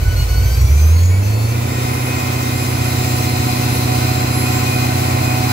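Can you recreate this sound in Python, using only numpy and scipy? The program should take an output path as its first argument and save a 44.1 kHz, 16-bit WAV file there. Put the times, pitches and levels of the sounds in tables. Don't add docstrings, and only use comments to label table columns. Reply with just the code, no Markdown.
import sys
import numpy as np
from scipy import signal
from scipy.fft import rfft, irfft, next_fast_len
from scipy.io import wavfile
from scipy.ndimage import uniform_filter1d

SR = 44100
rng = np.random.default_rng(int(sys.argv[2]) if len(sys.argv) > 2 else 0)


def unload_wav(signal):
    wavfile.write(
        sys.argv[1],
        SR,
        np.round(np.clip(np.atleast_2d(signal).T, -1, 1) * 32767).astype(np.int16),
    )


N = 243431
T = np.arange(N) / SR

# time in seconds, firing rate (cylinder firings a second) in Hz.
FIRING_RATE = [(0, 47.5), (.58, 62), (.8, 75), (1.1, 91), (1.3, 105), (1.5, 116), (1.6, 119.8),
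               (1.8, 123.3), (2.1, 125), (2.4, 123.9), (3.5, 122.8), (3.9, 123.7), (5.52, 124.2)]
# multiple of the firing rate, base level in dB.
EXHAUST_TONES = [(.125, -40), (.25, -29), (.375, -28), (.5, -26), (.625, -17), (.75, -5), (.875, -14.5),
                 (1, 0), (1.125, -15), (1.25, -16), (1.375, -28), (1.5, -26), (1.625, -20), (1.75, -20),
                 (1.875, -29), (2, -9), (2.125, -23), (2.25, -16), (2.375, -23), (2.5, -16), (2.625, -23),
                 (2.75, -27), (2.875, -27), (3, -17)]
# frequency in Hz, gain in dB.
PIPE_RESONANCE = [(20, -24), (50, -8), (60, -7), (70, -1.5), (80, 1), (100, -4), (124, -10), (150, -8),
                  (168, -19), (195, -8), (222, -17), (250, -11), (280, -9), (380, -8)]
# time in seconds, second harmonic in dB, third harmonic in dB.
WHINE_LEVELS = [(.7, -36.5, -54), (1.1, -41.5, -46.5), (1.8, -44, -45.5), (2.05, -41, -35.5),
                (2.25, -39.5, -45), (2.45, -42, -42.5), (2.9, -41, -38), (3.3, -39, -38), (3.8, -43, -37),
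                (4.12, -41, -51), (4.35, -39, -33), (4.6, -35.5, -40), (4.8, -41.5, -39), (5.52, -44, -44)]
# start and end in seconds, first and last pitch in Hz, level in dB,
# one harmonic to turn up or down, its change in dB, depth of chopping from 0 to 1.
WHISTLES = [(0, 0.155, 748, 744, -35, 2, 7.5, 0), (0.157, 0.253, 725, 726, -30.5, 6, 9, 0),
            (0.278, 0.438, 736, 744, -31, 6, 7.5, 0.08), (0.419, 0.591, 749, 786, -32.5, 6, 5.5, 0.04),
            (0.581, 0.924, 1110, 1247, -34.5, 4, -2, 0.05), (0.953, 1.07, 1084, 1110, -38.5, 4, -1, 0.6),
            (1.105, 1.194, 1110, 1142, -37, 2, 11, 0.1), (1.214, 1.536, 874, 893, -37.5, 5, 2.5, 0)]
# frequency in Hz, gain in dB.
INTAKE_DUCT = [(750, -6), (880, -22), (1100, -17), (1480, 3.5), (1850, -18), (2250, -1.5), (2980, -0.5),
               (3600, -20), (4400, 1.5), (5100, -11), (6000, 0), (7200, -9), (8300, -8), (9600, -19),
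               (11700, -4.5), (13300, -6), (15500, -15)]
# multiple of the firing rate, relative level in dB.
ROTOR_TONES = [(5.27, -9), (5.88, -13), (6, 0), (6.12, -14), (6.76, -10)]
PULLEY_TONES = [(8.26, 0), (10.78, -7), (12.26, -4), (15.3, -4), (16.83, -1)]
# middle in seconds, length in seconds, extra level in dB.
GEAR_SWELLS = [(2.21, .36, 5.5), (4.48, 0.066, 12), (4.734, 0.23, 10), (5.315, 0.17, 8.5)]
# frequency in Hz, relative level in dB.
RUMBLE_COLOUR = [(20, -30), (35, -10), (55, -8), (85, 6), (120, 0.5), (165, -30), (300, -25), (600, -79)]
BLOCK_COLOUR = [(130, -20), (200, -4), (330, -1), (420, -1), (500, 0), (600, -4), (780, -5), (1000, -14),
                (1500, -40)]
VALVE_COLOUR = [(600, -3.5), (850, -1.5), (1030, 8.5), (1180, 1), (1350, 4), (1520, 1), (1650, -5.5),
                (1850, 0.5), (2080, 2), (2250, 2), (2550, 4), (2800, -6.5), (3200, -7.5), (4500, -22.5)]
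HISS_COLOUR = [(1710, -50), (2900, -2), (3270, -2.5), (4130, -2.5), (5320, -0.5), (6040, -0.5),
               (7150, -4.5), (7730, -2.5), (8960, -8.5), (9620, -7), (10800, -7.5), (11600, -4),
               (12800, -4.5), (14500, -6), (15600, -1.5)]
# pitch in Hz, width in Hz, relative level in dB.
CASE_RESONANCES = [(1509, 17, 7.5), (2080, 40, 4.5), (2672, 40, 4.5), (4105, 310, 2), (4910, 85, 3),
                   (9570, 170, -3), (12200, 330, -9)]
# time in seconds, level in dB.
HISS_LEVEL = [(0.0, -36.5), (0.2, -34), (0.85, -35), (1.12, -37), (1.94, -30), (3.69, -27.5), (4.18, -28.5),
              (4.35, -28.5), (5.43, -28), (5.52, -28)]
CASE_LEVEL = [(0.5, -45), (0.89, -48), (0.99, -43), (1.11, -47.5), (3.53, -32.5), (5.42, -35),
              (5.52, -29.5)]
# frequency in Hz, share from 0 to 1.
DIRECT_SHARE = [(100, 1), (250, 1), (500, 0.52), (1000, 0.36), (2000, 0.13), (4000, 0.28), (12000, 0)]
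# frequency in Hz, left minus right in dB.
PORT_BALANCE = [(60, -1.0), (110, -1.5), (200, -0.5), (380, -3.0), (700, -3.5), (1290, -1.5), (2380, 1.5),
                (4400, 0.5), (8120, 1.0), (15000, 0.5)]

ROTOR_DB, PULLEY_DB, GEAR_DB = (-33, -20.5, 6), (-39, -10.5, -2), (-40, -7, 1)
BLOCK_DB, VALVE_DB = (-32, -3, -0.5), (-31, -6, 2)
FAST_IDLE_HZ, TOP_HZ = 124, 15650
PORT_LAG_S = 20 / SR


def exhaust(hz, level_db=-21.5, lean_db=2.5, lope_db=0.5, pull_boom_db=3.5, pull_even_db=-5):
    climb_hz_per_s = uniform_filter1d(np.gradient(hz) * SR, size=SR // 5)
    pull = ramp(climb_hz_per_s / 53)
    unevenness = 0.079 + 0.036 * lope(hz)
    firing = turns(hz)
    note = 0
    for count, (multiple, db) in enumerate(EXHAUST_TONES, 1):
        pipe_db = at(PIPE_RESONANCE, multiple * hz) - at(PIPE_RESONANCE, multiple * FAST_IDLE_HZ)
        pull_db = (pull_boom_db if multiple == 1 else pull_even_db * pull) * pull
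        gain = undb(db + pipe_db + pull_db) * max(multiple, 1) ** .2
        between = count % 8 > 0
        scattered = count % 2 or (multiple > 1.4 and between)
        lag = rng.uniform(0, 2 * np.pi) * scattered
        wander = between * .1 * walk(9)
        note = note + gain * (1 + unevenness * walk(13)) * np.cos(multiple * firing - lag + wander)
    boom = ports(np.sqrt(2) * note, lag_s=.7 * PORT_LAG_S)
    return boom * undb(level_db + lean_db * lean() + lope_db * lope(hz))


def exhaust_rumble(hz, level_db=-30.5, lope_db=14):
    return noise(RUMBLE_COLOUR) * undb(level_db + lope_db * lope(hz))


def supercharger_whine(start_s=.58, rise_s=1.52, from_hz=2915, held_hz=3745):
    to_go = (1 - ramp((T - start_s) / rise_s)) ** 2
    hz = held_hz - (held_hz - from_hz) * to_go
    phase = turns(hz * (1 + .0005 * walk(30) + .0005 * walk(3)))
    first_db = -42 - 40 * to_go - 5 * lean()
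    second_db, third_db = curves(WHINE_LEVELS)
    fourth_db = (second_db + third_db) / 2 - 17
    gains = [undb(db + 1.5 * walk(12)) for db in (first_db, second_db, third_db, fourth_db)]
    onset = ramp((T - start_s) / .03)
    return onset * sum(gain * tone(k * phase, flutter=.6, rate=16, lag_s=0)
                       for k, gain in enumerate(gains, 1))


def throttle_whistle(firing, start, end, first_hz, last_hz, db, harmonic, harmonic_db, chop):
    hz = first_hz + (last_hz - first_hz) * ramp((T - start) / (end - start))
    phase = turns(hz * (1 + .002 * walk(60) + .0035 * walk(220)))
    fade = ramp(np.minimum(T - start, end - T) / 0.013)
    on = fade > 0
    k = np.arange(1, 21)[:, None]
    gain = undb(at(INTAKE_DUCT, k * hz[on]) + harmonic_db * (k == harmonic)) * (k * hz[on] < TOP_HZ)
    gain = gain / np.sqrt((gain ** 2).sum(axis=0) / 2)
    stutter = undb(3.2 * np.array([walk(55)[on] for _ in k]))
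    paths = rng.uniform(0, 2 * np.pi, k.shape) + .5 * rng.standard_normal((2, len(k), 1))
    whistle = np.zeros((2, N))
    whistle[:, on] = (gain * stutter * np.cos(k * phase[on] + paths)).sum(axis=1)
    chopping = 1 + chop * np.cos(firing / 2)
    return whistle * fade * chopping * undb(db)


def belt_drive(hz):
    firing = turns(hz)
    rotors = sum(undb(db) * tone(k * firing, flutter=.3, rate=14) for k, db in ROTOR_TONES)
    pulleys = sum(undb(db) * tone(k * firing, flutter=.3, rate=14) for k, db in PULLEY_TONES)
    gear = tone(20.04 * firing, flutter=.6, rate=40)
    swell_db = sum(db * np.exp(-(2 * (T - middle) / length) ** 4) for middle, length, db in GEAR_SWELLS)
    return (rotors * undb(loudness(hz, *ROTOR_DB))
            + pulleys * undb(loudness(hz, *PULLEY_DB))
            + gear * undb(loudness(hz, *GEAR_DB) + swell_db))


def engine_block(hz, resonance_hz=108.4, width_hz=8.1):
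    shudder_db = 3.5 * np.exp(-((hz - resonance_hz) / width_hz) ** 2)
    return noise(BLOCK_COLOUR) * (1 + 0.24 * beat(hz)) * undb(loudness(hz, *BLOCK_DB) + shudder_db)


def valve_clatter(hz):
    level_db = loudness(hz, *VALVE_DB) + 0.59 * walk(22)
    return noise(VALVE_COLOUR) * (1 + 0.69 * beat(hz)) * undb(level_db)


def intake_hiss(hz):
    level_db = curves(HISS_LEVEL)[0] + 0.82 * walk(20.99)
    return noise(HISS_COLOUR) * (1 + 0.046 * np.cos(turns(hz) / 8)) * undb(level_db)


def case_ring(hz):
    f = np.geomspace(500, TOP_HZ, 1024)
    peaks = sum(undb(db) / (1 + (2 * (f - pitch) / width) ** 2) for pitch, width, db in CASE_RESONANCES)
    colour = np.column_stack([f, 20 * np.log10(peaks)])
    return noise(colour) * (1 + 0.76 * beat(hz)) * undb(curves(CASE_LEVEL)[0] + 0.37 * walk(22))


def beat(hz):
    firing = turns(hz)
    cam = firing / 8
    return 0.048 * np.cos(firing) + 0.076 * np.cos(cam) - 0.081 * np.cos(3 * cam)


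def lope(hz, ends_hz=77.4, fade_hz=6.3):
    return ramp((ends_hz - hz) / fade_hz)


def lean(start_s=2.22, length_s=1.25):
    return ramp((T - start_s) / length_s)


def loudness(hz, fast_db, slow_db, lean_db):
    return fast_db + slow_db * (1 - (hz / FAST_IDLE_HZ) ** 12) + lean_db * lean()


def tone(phase, flutter, rate, lag_s=PORT_LAG_S):
    direct = ports(np.cos(phase), lag_s)
    scattered = np.array([walk(rate) * np.cos(phase) + walk(rate) * np.sin(phase) for _ in range(2)])
    return (np.sqrt(2) * direct + flutter * scattered) / np.sqrt(1 + flutter ** 2)


def noise(colour):
    size = next_fast_len(N)
    f = np.fft.rfftfreq(size, 1 / SR)
    white = rfft(rng.standard_normal((3, size)))
    share = ramp(at(DIRECT_SHARE, f))
    direct = white[0] * np.exp(-2j * np.pi * f * np.array([[PORT_LAG_S], [0]]))
    mixed = np.sqrt(share) * direct + np.sqrt(1 - share) * white[1:]
    x = irfft(mixed * undb(at(colour, f)), size)[:, :N]
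    return x / x.mean(axis=0).std()


def ports(x, lag_s):
    return np.array([np.interp(T - lag_s, T, x), x])


def walk(rate):
    points = rng.standard_normal(2048)
    return np.interp(T * rate, np.arange(len(points)), points) * np.sqrt(3 / 2)


def turns(hz):
    return 2 * np.pi * np.cumsum(hz) / SR


def curves(table):
    seconds, *columns = np.transpose(table)
    return [np.interp(T, seconds, column) for column in columns]


def at(table, hz):
    f, value = np.transpose(table)
    return np.interp(np.log(np.maximum(hz, 1)), np.log(f), value)


def ramp(x):
    return np.clip(x, 0, 1)


def undb(db):
    return 10 ** (np.asarray(db) / 20)


def scene():
    hz, = curves(FIRING_RATE)
    whistles = sum(throttle_whistle(turns(hz), *row) for row in WHISTLES)
    tailpipe = exhaust(hz) + exhaust_rumble(hz)
    machinery = engine_block(hz) + valve_clatter(hz) + intake_hiss(hz) + case_ring(hz)
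    return tailpipe + machinery + belt_drive(hz) + supercharger_whine() + whistles


def record(dry):
    size = next_fast_len(N)
    balance_db = at(PORT_BALANCE, np.fft.rfftfreq(size, 1 / SR))
    gains = undb(np.array([balance_db, -balance_db]) / 2)
    coloured = irfft(rfft(dry, size) * gains, size)[:, :N]
    return signal.sosfilt(signal.ellip(12, .1, 80, TOP_HZ, fs=SR, output="sos"), coloured)


dry = scene()
out = record(dry)
unload_wav(out)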